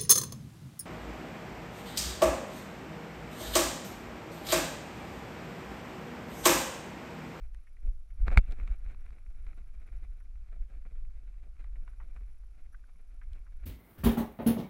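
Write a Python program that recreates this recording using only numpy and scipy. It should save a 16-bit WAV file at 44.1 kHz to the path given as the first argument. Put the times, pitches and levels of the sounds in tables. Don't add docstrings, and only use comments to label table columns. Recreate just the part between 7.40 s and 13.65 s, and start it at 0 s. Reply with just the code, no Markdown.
import sys
import numpy as np
from scipy import signal
from scipy.fft import rfft, irfft, next_fast_len
from scipy.io import wavfile
from scipy.ndimage import map_coordinates

SR = 44100
rng = np.random.default_rng(int(sys.argv[2]) if len(sys.argv) > 2 else 0)


def file_out(sig):
    cols = np.atleast_2d(sig).T
    lim = np.clip(cols, -1, 1)
    pcm = np.round(lim * 32767).astype(np.int16)
    wavfile.write(sys.argv[1], SR, pcm)


N = 275819

# time in seconds, level in dB.
WIND_LEVELS = [(0.0, -35.5), (0.15, -38.5), (0.27, -51), (0.54, -33.5), (0.65, -48), (0.8, -34),
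               (1.6, -38.5), (2.5, -37), (3.5, -40), (4.8, -40), (5.1, -45), (5.25, -39), (5.6, -48),
               (5.8, -40), (6.25, -40)]
# frequency in Hz, relative level in dB.
RUMBLE_TONE = [(8, -14), (16, 2), (28, -4), (45, -5.5), (60, -15), (75, -25.5), (100, -35.5), (200, -55.5),
               (500, -96.5)]
AIR_TONE = [(60, 19), (150, 5), (300, 4), (600, 0), (950, -4.5), (1400, -2), (1900, -9), (2330, -5),
            (3000, -10), (5700, -10.5), (8500, -15), (10300, -11.5), (12500, -17.5), (13400, -28)]
RUSTLE_TONE = [(400, -26), (730, 0.5), (950, -12), (1400, 0), (1900, -6), (2330, -2), (2650, -9),
               (3000, -14.5), (3450, -18.5), (3850, -14.5), (4800, -26.5), (8000, -24), (12000, -38),
               (15000, -46.5)]
RUB_TONE = [(60, 3), (130, 5.5), (210, 0), (300, -1.5), (580, -7.5), (730, -9.5), (950, -35.5), (1800, -53)]
SCRAPE_TONE = [(70, -10), (150, 7.5), (260, 1.5), (580, 2), (730, 0), (950, -10.5), (1350, -4), (1900, -8),
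               (2330, -3.5), (3000, -23), (3850, -24), (5000, -31), (12000, -40), (15000, -94.5)]
TICK_TONE = [(500, -30), (1500, 1), (2500, 0), (3900, 1.5), (6000, -12), (9000, -12), (14000, -29)]
PIP_TIMES = [(0, 2.85), (4.37, 6.25)]
# pitch in Hz, width in Hz, relative level in dB.
PIP_BANDS = [(5700, 400, -2), (10230, 900, -1), (12350, 500, -6)]
# time in seconds, relative level in dB.
BODY_EFFORT = [(0.0, -74), (0.65, -87.5), (0.78, -73.5), (0.87, -61), (1.03, -70), (1.27, -60.5),
               (1.38, -70.5), (1.6, -79), (2.1, -72), (2.9, -79.5), (3.8, -75), (4.1, -79), (4.65, -72),
               (5.05, -80.5), (6.25, -76.5)]
# middle and half length in seconds, relative rustle and rub in dB.
LIMB_MOVES = [(0.467, 0.057, -75.5, -63.5), (1.12, .028, -63.5, -53), (1.209, .035, -63, -54),
              (1.318, 0.022, -59.5, -58), (1.478, 0.081, -66, -63), (1.661, 0.04, -66, -69),
              (1.767, 0.043, -68, -61.5), (1.906, 0.017, -70.5, -69), (2.096, 0.061, -65, -63),
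              (2.2, 0.023, -70.5, -65), (2.415, .02, -66, -62), (2.481, .022, -67, -67.5),
              (2.594, 0.084, -69.5, -66.5), (2.73, 0.018, -75.5, -74), (3.069, 0.032, -70.5, -79),
              (3.192, 0.048, -76.5, -63), (3.349, 0.039, -70, -62), (3.522, 0.011, -80.5, -61.5),
              (3.83, 0.026, -75.5, -66), (4.073, 0.017, -91, -63.5), (4.224, 0.083, -71.5, -73),
              (4.382, 0.055, -72.5, -64), (4.661, 0.022, -78, -65.5), (4.758, 0.023, -73, -65.5),
              (4.823, 0.025, -73.5, -65.5), (5.193, 0.031, -73, -71.5), (5.495, 0.02, -69.5, -72),
              (5.744, 0.012, -76.5, -66.5), (5.976, 0.059, -71, -66.5), (6.255, 0.023, -64, -65)]
# middle in seconds, level in dB, half length in seconds.
STRAP_DRAGS = [(0.878, -41, 0.012), (0.927, -44, 0.014), (0.947, -53.5, 0.022), (0.982, -37, 0.0096),
               (1.113, -58.5, 0.0051), (1.125, -65, 0.0053), (1.187, -63, 0.0053), (2.648, -62, 0.0067),
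               (3.134, -64.5, 0.011), (3.227, -65, 0.0067), (3.464, -63.5, 0.0082), (5.607, -64.5, 0.0045)]
# start in seconds, peak in dB.
GEAR_TICKS = [(.1465, -49), (1.1109, -52), (1.122, -46), (1.2745, -53), (1.2775, -51), (1.7065, -60),
              (2.0662, -61), (4.2423, -62), (4.478, -62), (5.9328, -52)]
# middle in seconds, level in dB, pitch in Hz, half length in seconds.
ROPE_SQUEAKS = [(4.535, -69, 1430, 0.0043), (5.334, -70.5, 1563, 0.0083), (5.3478, -55, 1513, 0.0045),
                (5.442, -63.5, 1426, 0.0028), (6.066, -68, 1340, 0.0037)]
# start in seconds, level in dB, pitch in Hz, seconds to fade by 60 dB.
PLANK_TAPS = [(0.1465, -54, 1630, 0.022), (0.269, -63.5, 2240, .08), (0.3674, -59, 2100, 0.022),
              (0.703, -66.5, 2204, 0.062), (2.802, -63, 1500, 0.075), (2.9554, -61.5, 1700, 0.028),
              (4.2427, -52.5, 1180, 0.026), (4.356, -58, 1940, 0.03), (4.4767, -51.5, 1480, 0.038),
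              (4.5995, -54.5, 1130, .1), (4.762, -56, 1270, 0.068), (5.034, -71.5, 1240, .08),
              (5.261, -64.5, 2260, .026), (5.8139, -53.5, 1530, 0.055), (5.831, -61.5, 2240, 0.048),
              (6.066, -64, 1286, 0.081)]
# frequency in Hz, relative level in dB.
HOUSING_TONE = [(200, -14), (410, -3.5), (580, -15.5), (760, -7), (1100, 1.5), (1850, -2.5), (2280, 5),
                (2600, -1), (3000, -25.5), (4000, -15.5), (4650, -22.5), (5400, -33), (8200, -30),
                (14000, -44)]
# start in seconds, clack level in dB, thud level in dB.
BUCKLE_KNOCKS = [(.8808, -28, -39), (.9045, -37, -39), (.9583, -38, -41), (1.087, -57, -47),
                 (1.1997, -44, -50), (1.2765, -44, -48), (1.5469, -51, -56), (1.706, -53, -62),
                 (1.8642, -55, -61), (2.0662, -53, -62), (2.1331, -58, -59), (2.205, -60, -53),
                 (3.4526, -55, -51), (3.5818, -57, -66), (4.422, -62, -56), (4.81, -59, -56),
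                 (5.558, -62, -56)]
# middle in seconds, peak in dB, rough pitch in Hz.
BODY_JOLTS = [(0.458, -23, 21.7), (0.494, -20, 27.6), (0.819, -21.5, 26.8), (0.845, -20, 37.5),
              (0.884, -22, 39.4), (.902, -27, 41.7), (.936, -17.5, 24.4), (0.9822, -7, 47.3),
              (1.011, -25.5, 35.3), (1.101, -23.5, 28.8), (1.234, -22.5, 29.8), (1.318, -20, 26.9),
              (1.477, -25, 27.54), (2.081, -28, 23.9), (3.215, -27.5, 27.3), (4.4, -31, 24.1),
              (5.929, -30, 34)]
# pitch in Hz, level in dB, seconds to fade by 60 dB.
FITTING_NOTES = [(2700, -68, .5), (3550, -75.5, .6)]
# time of the blow in seconds, seconds until the housing bounces.
LANDING_TIMES = (.9745, .00134)


def amp(db):
    return 10 ** (np.asarray(db) / 20)


def unit(x):
    return x / np.sqrt(np.mean(x ** 2) + 1e-20)


def clock():
    return np.arange(N) / SR


def curves(rows):
    times, *columns = np.transpose(rows)
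    return [np.interp(clock(), times, column) for column in columns]


def swell(middle, half):
    return np.exp(-((clock() - middle) / half) ** 2)


def wobble(rate):
    return map_coordinates(rng.standard_normal(int(N * rate / SR) + 4), [clock() * rate])


def filtered(x, response):
    size = next_fast_len(len(x) + SR // 4)
    return irfft(rfft(x, size) * response(np.fft.rfftfreq(size, 1 / SR)), size)[:len(x)]


def tone_gain(hz, tone):
    points_hz, db = np.transpose(tone)
    return amp(np.interp(np.log(hz + 1), np.log(points_hz), db))


def coloured(x, tone):
    return unit(filtered(x, lambda hz: tone_gain(hz, tone)))


def resonance(f, hz, width):
    return 1j * f * width / (hz * hz - f * f + 1j * f * width)


def add(track, start, sound):
    part = track[round(start * SR):][:len(sound)]
    part += sound[:len(part)]


def slips(rate, spread_db, hiss):
    sizes = rng.standard_normal(N) * amp(spread_db * np.clip(rng.standard_normal(N), -2, 2))
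    slipping = rng.random(N) < rate / SR
    return unit(sizes * slipping) + hiss * rng.standard_normal(N)


def clack(size=4096):
    hz = np.fft.rfftfreq(size, 1 / SR)
    cepstrum = irfft(np.log(tone_gain(hz, HOUSING_TONE)))
    cepstrum[1:size // 2] *= 2
    cepstrum[size // 2:] = 0
    sound = irfft(np.exp(rfft(cepstrum)))
    return sound / np.abs(sound).max()


def thud(hz=182, fade_s=0.049, rise_s=0.0014):
    t = np.arange(4096) / SR
    return np.sin(2 * np.pi * hz * t) * amp(-60 * t / fade_s) * (1 - np.exp(-t / rise_s))


def wind(air_db=-73):
    level_db, = curves(WIND_LEVELS)
    rumble = coloured(rng.standard_normal(N), RUMBLE_TONE)
    air = coloured(rng.standard_normal(N), AIR_TONE)
    return amp(level_db) * rumble + amp(air_db) * air


def pips(per_second=36, scatter=0.3, half_s=0.0065, spread_db=2, level_db=-89):
    times = np.cumsum(1 + scatter * rng.standard_normal(400)) / per_second
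    sizes = amp(spread_db * rng.standard_normal(len(times)))
    beats = np.zeros(N)
    for time, size in zip(times, sizes):
        if any(start < time < end for start, end in PIP_TIMES):
            add(beats, time, [size])
    pip_shape = swell(0.02, half_s)[:SR // 25]
    pulses = signal.fftconvolve(beats, pip_shape, "same")
    bands = lambda f: sum(amp(db) * resonance(f, hz, width) ** 2 for hz, width, db in PIP_BANDS)
    return amp(level_db) * unit(filtered(pulses * rng.standard_normal(N), bands))


def jacket(rustle_db=-3.9, rub_db=-1.6, crackle_db=-8, stir_rustle_db=-1.15, stir_rub_db=-1.9):
    effort_db, = curves(BODY_EFFORT)
    stir = amp(effort_db + 1.5 * wobble(rate=22))
    rustle_moves = sum(amp(db) * swell(middle, half) for middle, half, db, _ in LIMB_MOVES)
    rub_moves = sum(amp(db) * swell(middle, half) for middle, half, _, db in LIMB_MOVES)
    rustle_level = np.hypot(amp(stir_rustle_db) * stir, rustle_moves)
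    rub_level = np.hypot(amp(stir_rub_db) * stir, rub_moves)
    grip_db = 4.0 * wobble(rate=55)
    rustle = amp(rustle_db + grip_db) * coloured(slips(rate=2300, spread_db=-0.5, hiss=1), RUSTLE_TONE)
    rub = amp(rub_db + grip_db) * coloured(slips(rate=1100, spread_db=0.5, hiss=1), RUB_TONE)
    flicks = slips(rate=170, spread_db=2, hiss=0.1)
    creases = amp(crackle_db) * unit(signal.fftconvolve(flicks, clack())[:N])
    return rustle_level * (rustle + creases) + rub_level * rub


def strap_scrapes():
    drag = sum(amp(db) * swell(middle, half) for middle, db, half in STRAP_DRAGS)
    return drag * coloured(slips(rate=470, spread_db=3, hiss=0.89), SCRAPE_TONE)


def gear_ticks(fade_s=0.008):
    out, t = np.zeros(N), np.arange(SR // 20) / SR
    for start, db in GEAR_TICKS:
        click = coloured(rng.standard_normal(len(t)), TICK_TONE) * amp(-60 * t / fade_s)
        add(out, start, amp(db) * click / np.abs(click).max())
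    return out


def rope_squeaks(waver=0.15, overtone_db=-27):
    out = np.zeros(N)
    phase_per_hz = 2 * np.pi * np.cumsum(1 + waver * wobble(rate=900)) / SR
    for middle, db, hz, half in ROPE_SQUEAKS:
        phase = hz * phase_per_hz
        note = unit(np.sin(phase) + amp(overtone_db) * np.sin(2 * phase))
        out += amp(db) * swell(middle, half) * note
    return out


def plank_taps(width_hz=680, muffle_hz=2700, rise_s=0.00089):
    out, t = np.zeros(N), np.arange(SR // 5) / SR
    for start, db, hz, fade_s in PLANK_TAPS:
        muffled_wood = lambda f: resonance(f, hz, width_hz) / (1 + (f / muffle_hz) ** 8)
        scuff = unit(filtered(rng.standard_normal(len(t)), muffled_wood))
        level = amp(db - 60 * t / fade_s) * (1 - np.exp(-t / rise_s))
        add(out, start, level * scuff)
    return out


def buckle_knocks(fade_s=0.0047, muffle_hz=3000):
    out, t = np.zeros(N), np.arange(SR // 20) / SR
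    for start, clack_db, thud_db in BUCKLE_KNOCKS:
        chatter = rng.standard_normal(len(t)) * amp(-60 * t / fade_s)
        ring = signal.fftconvolve(chatter, clack())
        muffled = filtered(ring, lambda hz: 1 / (1 + (hz / muffle_hz) ** 2))
        add(out, start, amp(clack_db) * muffled / np.abs(muffled).max())
        add(out, start, amp(thud_db) * thud())
    return out


def body_jolts(skew=0.23):
    out = np.zeros(N)
    for middle, db, hz in BODY_JOLTS:
        phase = np.pi * hz * (clock() - middle)
        lopsided = phase * (1 - skew * np.tanh(phase))
        out -= amp(db) * (1 - 2 * lopsided ** 2) * np.exp(-lopsided ** 2)
    return out


def metal_fitting():
    out, t = np.zeros(N), np.arange(SR // 2) / SR
    for hz, db, fade_s in FITTING_NOTES:
        add(out, LANDING_TIMES[0], amp(db - 60 * t / fade_s) * np.sin(2 * np.pi * hz * t))
    return out


def landing(blow_db=-10, bounce_db=-14, thud_db=-18, skid_db=-43, skid_hz=4700, skid_delay_s=0.0068):
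    out = np.zeros(N)
    start, bounce_delay = LANDING_TIMES
    add(out, start, amp(blow_db) * clack() + amp(thud_db) * thud())
    add(out, start + bounce_delay, amp(bounce_db) * clack())
    speed = swell(start + skid_delay_s, half=0.003)
    rib_phase = 2 * np.pi * np.cumsum(skid_hz * speed ** 0.52) / SR
    grit = 0.9 * coloured(rng.standard_normal(N), TICK_TONE)
    skid = np.sin(rib_phase) + 0.25 * np.sin(2 * rib_phase) + grit
    return out + amp(skid_db) * speed * skid


def scene():
    background = wind() + pips()
    climbing = jacket() + strap_scrapes() + gear_ticks() + rope_squeaks() + plank_taps()
    impacts = buckle_knocks() + body_jolts() + metal_fitting() + landing()
    return (background + climbing + impacts)[None]


def record(dry):
    top_hz = 15800
    fades = signal.windows.tukey(N, 0.003)
    return np.array([filtered(channel * fades, lambda hz: hz < top_hz) for channel in dry])


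dry = scene()
out = record(dry)
file_out(out)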